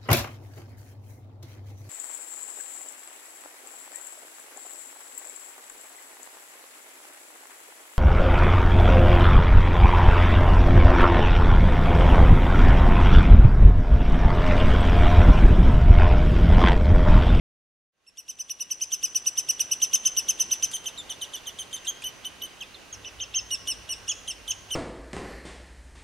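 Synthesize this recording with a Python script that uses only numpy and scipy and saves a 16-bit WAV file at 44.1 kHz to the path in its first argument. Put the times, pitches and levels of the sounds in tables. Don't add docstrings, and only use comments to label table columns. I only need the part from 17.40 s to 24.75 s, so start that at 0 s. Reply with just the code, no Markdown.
import sys
import numpy as np
from scipy import signal
from scipy.fft import rfft, irfft, next_fast_len
from scipy.io import wavfile
from scipy.ndimage import uniform_filter1d, map_coordinates

SR = 44100
rng = np.random.default_rng(int(sys.argv[2]) if len(sys.argv) > 2 else 0)


def store_pcm(level_fs):
    pcm = np.round(np.clip(level_fs, -1, 1) * 32767).astype(np.int16)
    wavfile.write(sys.argv[1], SR, np.atleast_2d(pcm).T)


def rack_gain(trim_db):
    fader = np.asarray(trim_db, float)
    return 10 ** (fader / 20)


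N = 324135

# start in seconds, length in seconds,
# middle pitch in Hz, level of the 1st partial in dB, beak opening (2nd partial over 1st) in dB.
HEAD_OUT = [(.668, 0.033, 2795, -41, 10.5), (.775, 0.035, 3007, -36.5, 16), (.884, 0.031, 3066, -36, 17.5),
            (.991, 0.032, 3050, -37, 18), (1.098, 0.026, 2995, -35.5, 17), (1.2, 0.032, 3013, -35.5, 16),
            (1.306, 0.026, 3035, -34, 17.5), (1.411, 0.033, 3110, -35.5, 19), (1.63, .034, 3060, -34.5, 18),
            (1.749, .029, 3023, -35.5, 20), (1.862, 0.027, 3040, -34, 18.5), (1.974, 0.03, 3078, -34.5, 18),
            (2.087, 0.029, 3014, -34, 17), (2.198, 0.025, 3022, -34.5, 15.5),
            (2.312, 0.026, 3057, -34.5, 17)]
CRANING = [(1.521, .032, 3080, -34, 18), (2.42, 0.0309, 3100, -34, 16.9), (2.533, 0.029, 3150, -32.5, 16.9),
           (2.653, .029, 3122, -33.5, 16.9), (2.769, .031, 3020, -34.5, 17.4),
           (2.885, 0.028, 3150, -33, 15.1), (2.997, 0.031, 3097, -36, 18), (3.113, 0.029, 3067, -35, 15.2),
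           (3.227, 0.029, 3140, -36, 16.7), (3.46, .03, 3130, -35.5, 4.9)]
DUCKING = [(3.335, .034, 3127, -35, 3.5), (4.19, 0.037, 3146, -37, -0.5), (4.33, 0.035, 3140, -37, 1.5),
           (7.081, 0.038, 3064, -36.5, -1.5)]
HIDDEN = [(3.699, 0.027, 3013, -36.5, -1.5), (3.817, 0.029, 3020, -36, -0.5),
          (3.937, .029, 3000, -37.5, -1), (4.068, 0.029, 3050, -37, -1.5)]
LEAD_INS = [(4.449, 0.008, 2750, -43.5, -9), (4.621, 0.0079, 2490, -43, -15), (6.68, 0.014, 2886, -35.5, -1.5)]
FED = [(4.473, 0.039, 3243, -31, -1.5), (4.641, 0.052, 3070, -36.5, -3), (4.85, 0.031, 3073, -35.5, -2),
       (5.021, 0.045, 3074, -38, -8)]
SLIPPING = [(5.209, .028, 2784, -38, -15.5)]
FAINT = [(3.579, 0.038, 3570, -39, -10.5), (5.347, 0.018, 3540, -47.5, -38)]
SINKING = [(5.526, 0.029, 3006, -49.5, 8.6), (6.693, 0.037, 3050, -33.5, 3.1),
           (7.106, 0.017, 3000, -33, 4.4)]
STRETCHING = [(5.65, 0.043, 3034, -42.5, -1.5), (5.804, 0.041, 3190, -37, 2), (5.944, .057, 3203, -34, 7)]
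GAPING = [(6.11, .046, 2950, -34, 3), (6.276, 0.05, 2996, -34, 3.5), (6.492, 0.049, 2970, -36.5, 2.5),
          (6.88, 0.039, 3134, -36, 1), (7.31, 0.043, 3060, -34.5, -.5)]
FED_RASP, GAPING_RASP = .36, .08

# squeak before in dB, squeak after in dB, rasp from 0 to 1.
POSTURES = [
    (HEAD_OUT, (0.096, 0.792, 0.683, 0.066, 0.65), (-10, -12.5, -10.5, -10), (-13, -9, 0.036)),
    (CRANING, (.4, 0.87, 0.664, 0.14, 0.56), (-7, -13, -12.5, -10.5), (-12.5, -6, 0.017)),
            (DUCKING, (0.99, 1, 0.88, 0.77, 0.56), (-6, -3.5, -6, -9), (-13.5, -2.5, .08)),
    (HIDDEN, (1.35, 1.16, 0.86, 0.75, 1.3), (0.5, 2, -8, -11), (-15, -1.7, .08)),
    (LEAD_INS, (0.45, 0.92, 1.5, 1.17, .99), (13, 11, -2, -12), (-16.5, -40, 0.19)),
    (FED, (0.59, .9, 1, 0.8, 0.76), (-2, 0, -13.5, -11.5), (-12, -13.5, FED_RASP)),
    (SLIPPING, (2.2, 2.63, 0.13, .1, 0.69), (11, 7, -16, -7), (-13, -2.3, 0.26)),
    (FAINT, (1.31, 1.12, 1.02, 0.8, 0.67), (-1, -1, -11, -21), (-12.5, -12, 0.31)),
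            (SINKING, (1.5, 1.53, 0.52, 0.16, -0.073), (6.5, -2.5, -19, -22), (-41, -16, 0.062)),
    (STRETCHING, (0.155, .88, 0.74, 0.16, 0.66), (-4.5, -0.5, -27, -25), (-15, -10.5, 0.059)),
    (GAPING, (.7, 1, 0.52, 0.15, 0.95), (-3, 6, -7, -14), (-14, -6.5, GAPING_RASP)),
]

# seconds from the note's start, pitch in Hz, level in dB.
SQUEAK_IN = [(-.022, 2555, -10), (-.012, 3177, -2), (-.006, 3605, -3.5), (-.004, 3894, 6), (0, 3050, 17),
             (.002, 2886, 9)]
# seconds from the note's end, pitch in Hz, level in dB.
SQUEAK_OUT = [(-.002, 3200, 14), (.003, 3750, -10), (.009, 3550, -13.5), (.02, 3000, -11)]
# left minus right in dB, left's lead in radians.
PORTS = [(-2.5, 0.051), (-0.1, 0.47), (1, 0.66), (1, 0.71), (0.3, 1.2)]
# start in seconds, peak in dB, time to fall 15 dB in
# seconds.
CLAWS = [
    (3.314, -27, 0.022),
    (3.443, -31, 0.0069),
    (4.457, -35, 0.012),
    (4.62, -34.5, 0.027),
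    (5.223, -37, .005),
]
# frequency in Hz, time to fall 60 dB in seconds.
WOOD = [(2000, 0.57), (6000, 0.68), (9000, 0.45), (14000, 0.045)]
# frequency in Hz, level in dB per Hz.
RUSH = [(15, -32), (25, -2), (394, -1), (1940, -6), (2220, -6), (2610, -3.5), (2910, -2), (3160, -7.5),
        (5570, -12), (6210, -7.5), (7110, -17), (14000, -18), (16000, -16)]
# frequency in Hz, level in dB per Hz.
RUMBLE = [(15, -30), (28, -28), (55, -2.5), (80, -20), (100, -4), (125, -23.5), (170, -36), (300, -71)]
# time in seconds, level in dB.
RUSH_LEVEL = [(0, -47.5), (2.5, -48), (4, -47.5), (5.5, -49), (5.54, -48.5), (7.35, -48.5)]
# frequency in Hz, likeness from 0 to 1.
ALIKE = [(30, 1), (80, 0.97), (150, 0.033), (500, 0.62), (1500, 0.3), (5000, 0.56), (12000, 0.033)]
# frequency in Hz, left minus right in dB.
LEAN = [(30, -2), (300, -2), (1000, -3.5), (4000, -1.5), (12000, -1)]
# frequency in Hz, level in dB.
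MOTOR = [(1087, -65.5), (1572, -64.5), (1916, -65.5), (2024, -68)]
# frequency in Hz, level in dB.
MIC = [(20, 0), (11100, 0), (12500, -7), (13200, -10), (15700, -10), (16200, -40)]

REST_HZ = 2500
OPENS_UPPER = 0.6
FIFTH_UNDER_DB = 12.5
SCATTER, SQUEAK_SCATTER_DB = 0.0387, 2.5
SETTLE_DB, SETTLE_S = 9, .0009
BARK_S, BARK_DB = 0.038, 15
FADE_START_S, FADE_END_S, SECOND_NEST_S = .52, 2.52, 5.524
BEFORE = SR // 32


def chicks():
    out = np.zeros((2, N + SR))
    for notes, arch, overtones, edges in POSTURES:
        for start, *note in notes:
            first = round(start * SR) - BEFORE
            out[:, first:first + SR // 8] += peep(*note, arch, overtones, edges)
    return out[:, :N]


def peep(length, middle_hz, first, open_db, shape, overtones, edges):
    side = np.array([[.5], [-.5]])
    t = np.arange(-BEFORE, SR // 8 - BEFORE) / SR
    u = np.clip(t / length, 0, 1)
    early_db, late_db, third, fourth = overtones
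    third = first + third + OPENS_UPPER * open_db
    fourth = first + fourth + OPENS_UPPER * open_db
    in_db, out_db = np.add(edges[:2], SQUEAK_SCATTER_DB * rng.standard_normal(size=2))
    rasp = edges[-1]

    heights = np.insert(shape[:-1] + SCATTER * rng.standard_normal(size=4), 2, 1)
    hz = REST_HZ + (middle_hz - REST_HZ) * heights
    arch = np.interp(u, (0, .2, .5, .75, np.clip(shape[-1], .76, 1)), hz)
    span = round(length * SR / 7)
    arch = uniform_filter1d(uniform_filter1d(arch, size=span), size=span)
    drop = 450 * np.exp(-np.maximum(t + 0.0029, 0) / 0.00076) * rack_gain(in_db / 4)
    unsteady = 1 + 0.0034 * wobble(438, size=len(t))
    phase = 2 * np.pi * np.cumsum((arch + drop) * unsteady) / SR

    clear = 1 / (1 + np.exp((.0008 - t) / .0006)) / (1 + np.exp((t - length) / .0012))
    swell = clear * rack_gain(3 * np.sin(np.pi * u) ** .35 - 1.6 - 9 * u ** 5)
    second = first + open_db + np.array([early_db, 0, 0, late_db])
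    beak = uniform_filter1d(np.interp(u, (.12, .36, .62, .85), second), size=2 * span)
    tire = 30 * rasp * (u - .4)
    levels = [first + 2.4 - 4 * u, beak, third - tire, fourth - tire, fourth - FIFTH_UNDER_DB - tire]

    note = 0
    turns = rng.standard_normal((5, 2))
    for k, (db, (lean_db, lead), (a, b)) in enumerate(zip(levels, PORTS, turns)):
        turned = .25 + .2 * k ** 2
        settle = SETTLE_DB * k * np.exp(-np.maximum(t, 0) / SETTLE_S)
        flutter = (1.0 + 9.8 * rasp * k) * wobble(165.8, size=len(t))
        gain = rack_gain(db - settle + flutter + side * (lean_db + 0.86 * turned * a))
        rough_phase = 1.1 * (rasp * k) ** 2 * wobble(500, size=len(t))
        note = note + gain * np.sin((k + 1) * phase + rough_phase + side * (lead + .3 * turned * b))

    hz_in, db_in = squeak(SQUEAK_IN, t)
    hz_in += (hz[0] - SQUEAK_IN[-1][1]) * np.exp(np.minimum(t, 0) / 0.00267)
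    hz_out, db_out = squeak(SQUEAK_OUT, t - length)
    bright_db = .7 * (third - first)
    rough = hoarse(hz_in, first + in_db + db_in, bright_db)
    rough = rough + hoarse(hz_out, first + out_db + db_out, bright_db)
    rough = (1 - clear) * rough
    return np.sqrt(2) * (swell * note + rough * rack_gain(side * PORTS[0][0]))


def squeak(shape, t):
    s, hz, db = np.transpose(shape)
    return np.interp(t, s, hz), np.interp(t, s, db, left=-90, right=-90)


def hoarse(hz, db, bright_db):
    size = len(hz)
    phase = 2 * np.pi * np.cumsum(hz * (1 + .035 * wobble(600, size=size))) / SR
    upper = .45 * np.sin(2 * phase) + .2 * np.sin(3 * phase) + .45 * hiss(size)
    return rack_gain(db + 3.3 * wobble(500, size=size)) * (np.sin(phase) + rack_gain(bright_db) * upper)


def hiss(size):
    return np.convolve(rng.standard_normal(size), (.5, .5, 0, -.5, -.5), "same")


def claws():
    out, t = np.zeros(N), np.arange(SR // 10) / SR
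    for start, db, t60 in CLAWS:
        out[round(start * SR):][:len(t)] += rack_gain(db - 10 - 60 * t / (4 * t60)) * hiss(len(t))
    return out


def forest(x):
    out, step = np.zeros((2, N + 2 * SR)), SR // 4
    for i in range(0, N, step):
        hz, t, z = signal.stft(rng.standard_normal((2, SR // 2)), SR, nperseg=256)
        far = rack_gain(-60 * t / along(WOOD, hz)[:, None])
        near = rack_gain(BARK_DB - 60 * t / BARK_S)
        tail = signal.istft(z * (far + near), SR, nperseg=256)[1]
        tail[1] = .75 * tail[0] + .62 * tail[1]
        wet = signal.fftconvolve(x[None, i:i + step], tail / np.linalg.norm(tail[0]), axes=1)
        out[:, i + 300:i + 300 + wet.shape[1]] += wet
    return out[:, :N]


def air():
    t = np.arange(N) / SR
    leaves_db = np.interp(t, *np.transpose(RUSH_LEVEL)) + .4 * wobble(3, size=N)
    leaves = rack_gain(leaves_db) * rush(RUSH, patchy_db=.8)
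    rumble = rack_gain(-56 + .3 * wobble(8, size=N)) * rush(RUMBLE, patchy_db=.3)
    return leaves + (t > SECOND_NEST_S) * rumble


def rush(spectrum, patchy_db):
    z = signal.stft(rng.standard_normal((2, N + 512)), nperseg=512)[2]
    field = uniform_filter1d(rng.standard_normal(z.shape[1:]), 6, 0)
    field = uniform_filter1d(field, 14, 1)
    pair = signal.istft(z * rack_gain(patchy_db * unit(field)), nperseg=512)[1][:, :N]
    m = next_fast_len(N)
    hz = np.fft.rfftfreq(m, 1 / SR)
    turn = np.arccos(np.clip(along(ALIKE, hz), -1, 1)) / 2
    mid, side = rfft(pair, m) * rack_gain(along(spectrum, hz)) * [np.cos(turn), np.sin(turn)]
    lean = rack_gain(along(LEAN, hz) / 2)
    return unit(irfft([(mid + side) * lean, (mid - side) / lean], m)[:, :N])


def motor():
    t = np.arange(N) / SR
    whine = np.zeros(N)
    for hz, db in MOTOR:
        level = rack_gain(db - 2 + 3 * wobble(6, size=N))
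        whine += level * np.sin(2 * np.pi * hz * t + 2.2 * wobble(11, size=N))
    return whine * rack_gain([[1.5], [-1.5]])


def unit(x):
    return x / np.sqrt(np.mean(x ** 2) + 1e-20)


def along(points, hz):
    f, v = np.transpose(points)
    return np.interp(np.log(hz + 1), np.log(f + 1), v)


def wobble(rate, size):
    knots = rng.standard_normal(16 + size // 16)
    return map_coordinates(knots, [np.arange(size) * rate / SR])


def scene():
    birds = chicks() + claws()
    echo = rack_gain(-9.5) * forest(birds.mean(axis=0))
    return birds + echo + air() + motor()


def low_pass(x):
    return signal.sosfilt(signal.butter(12, 16620, fs=SR, output="sos"), x)


def record(dry):
    m = next_fast_len(N)
    response = rack_gain(along(MIC, np.fft.rfftfreq(m, 1 / SR)))
    heard = irfft(rfft(dry, m) * response, m)[:, :N]
    fade = np.interp(np.arange(N) / SR, (FADE_START_S, FADE_END_S), (0, 1))
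    return low_pass(heard * fade)


dry = scene()
out = record(dry)
store_pcm(out)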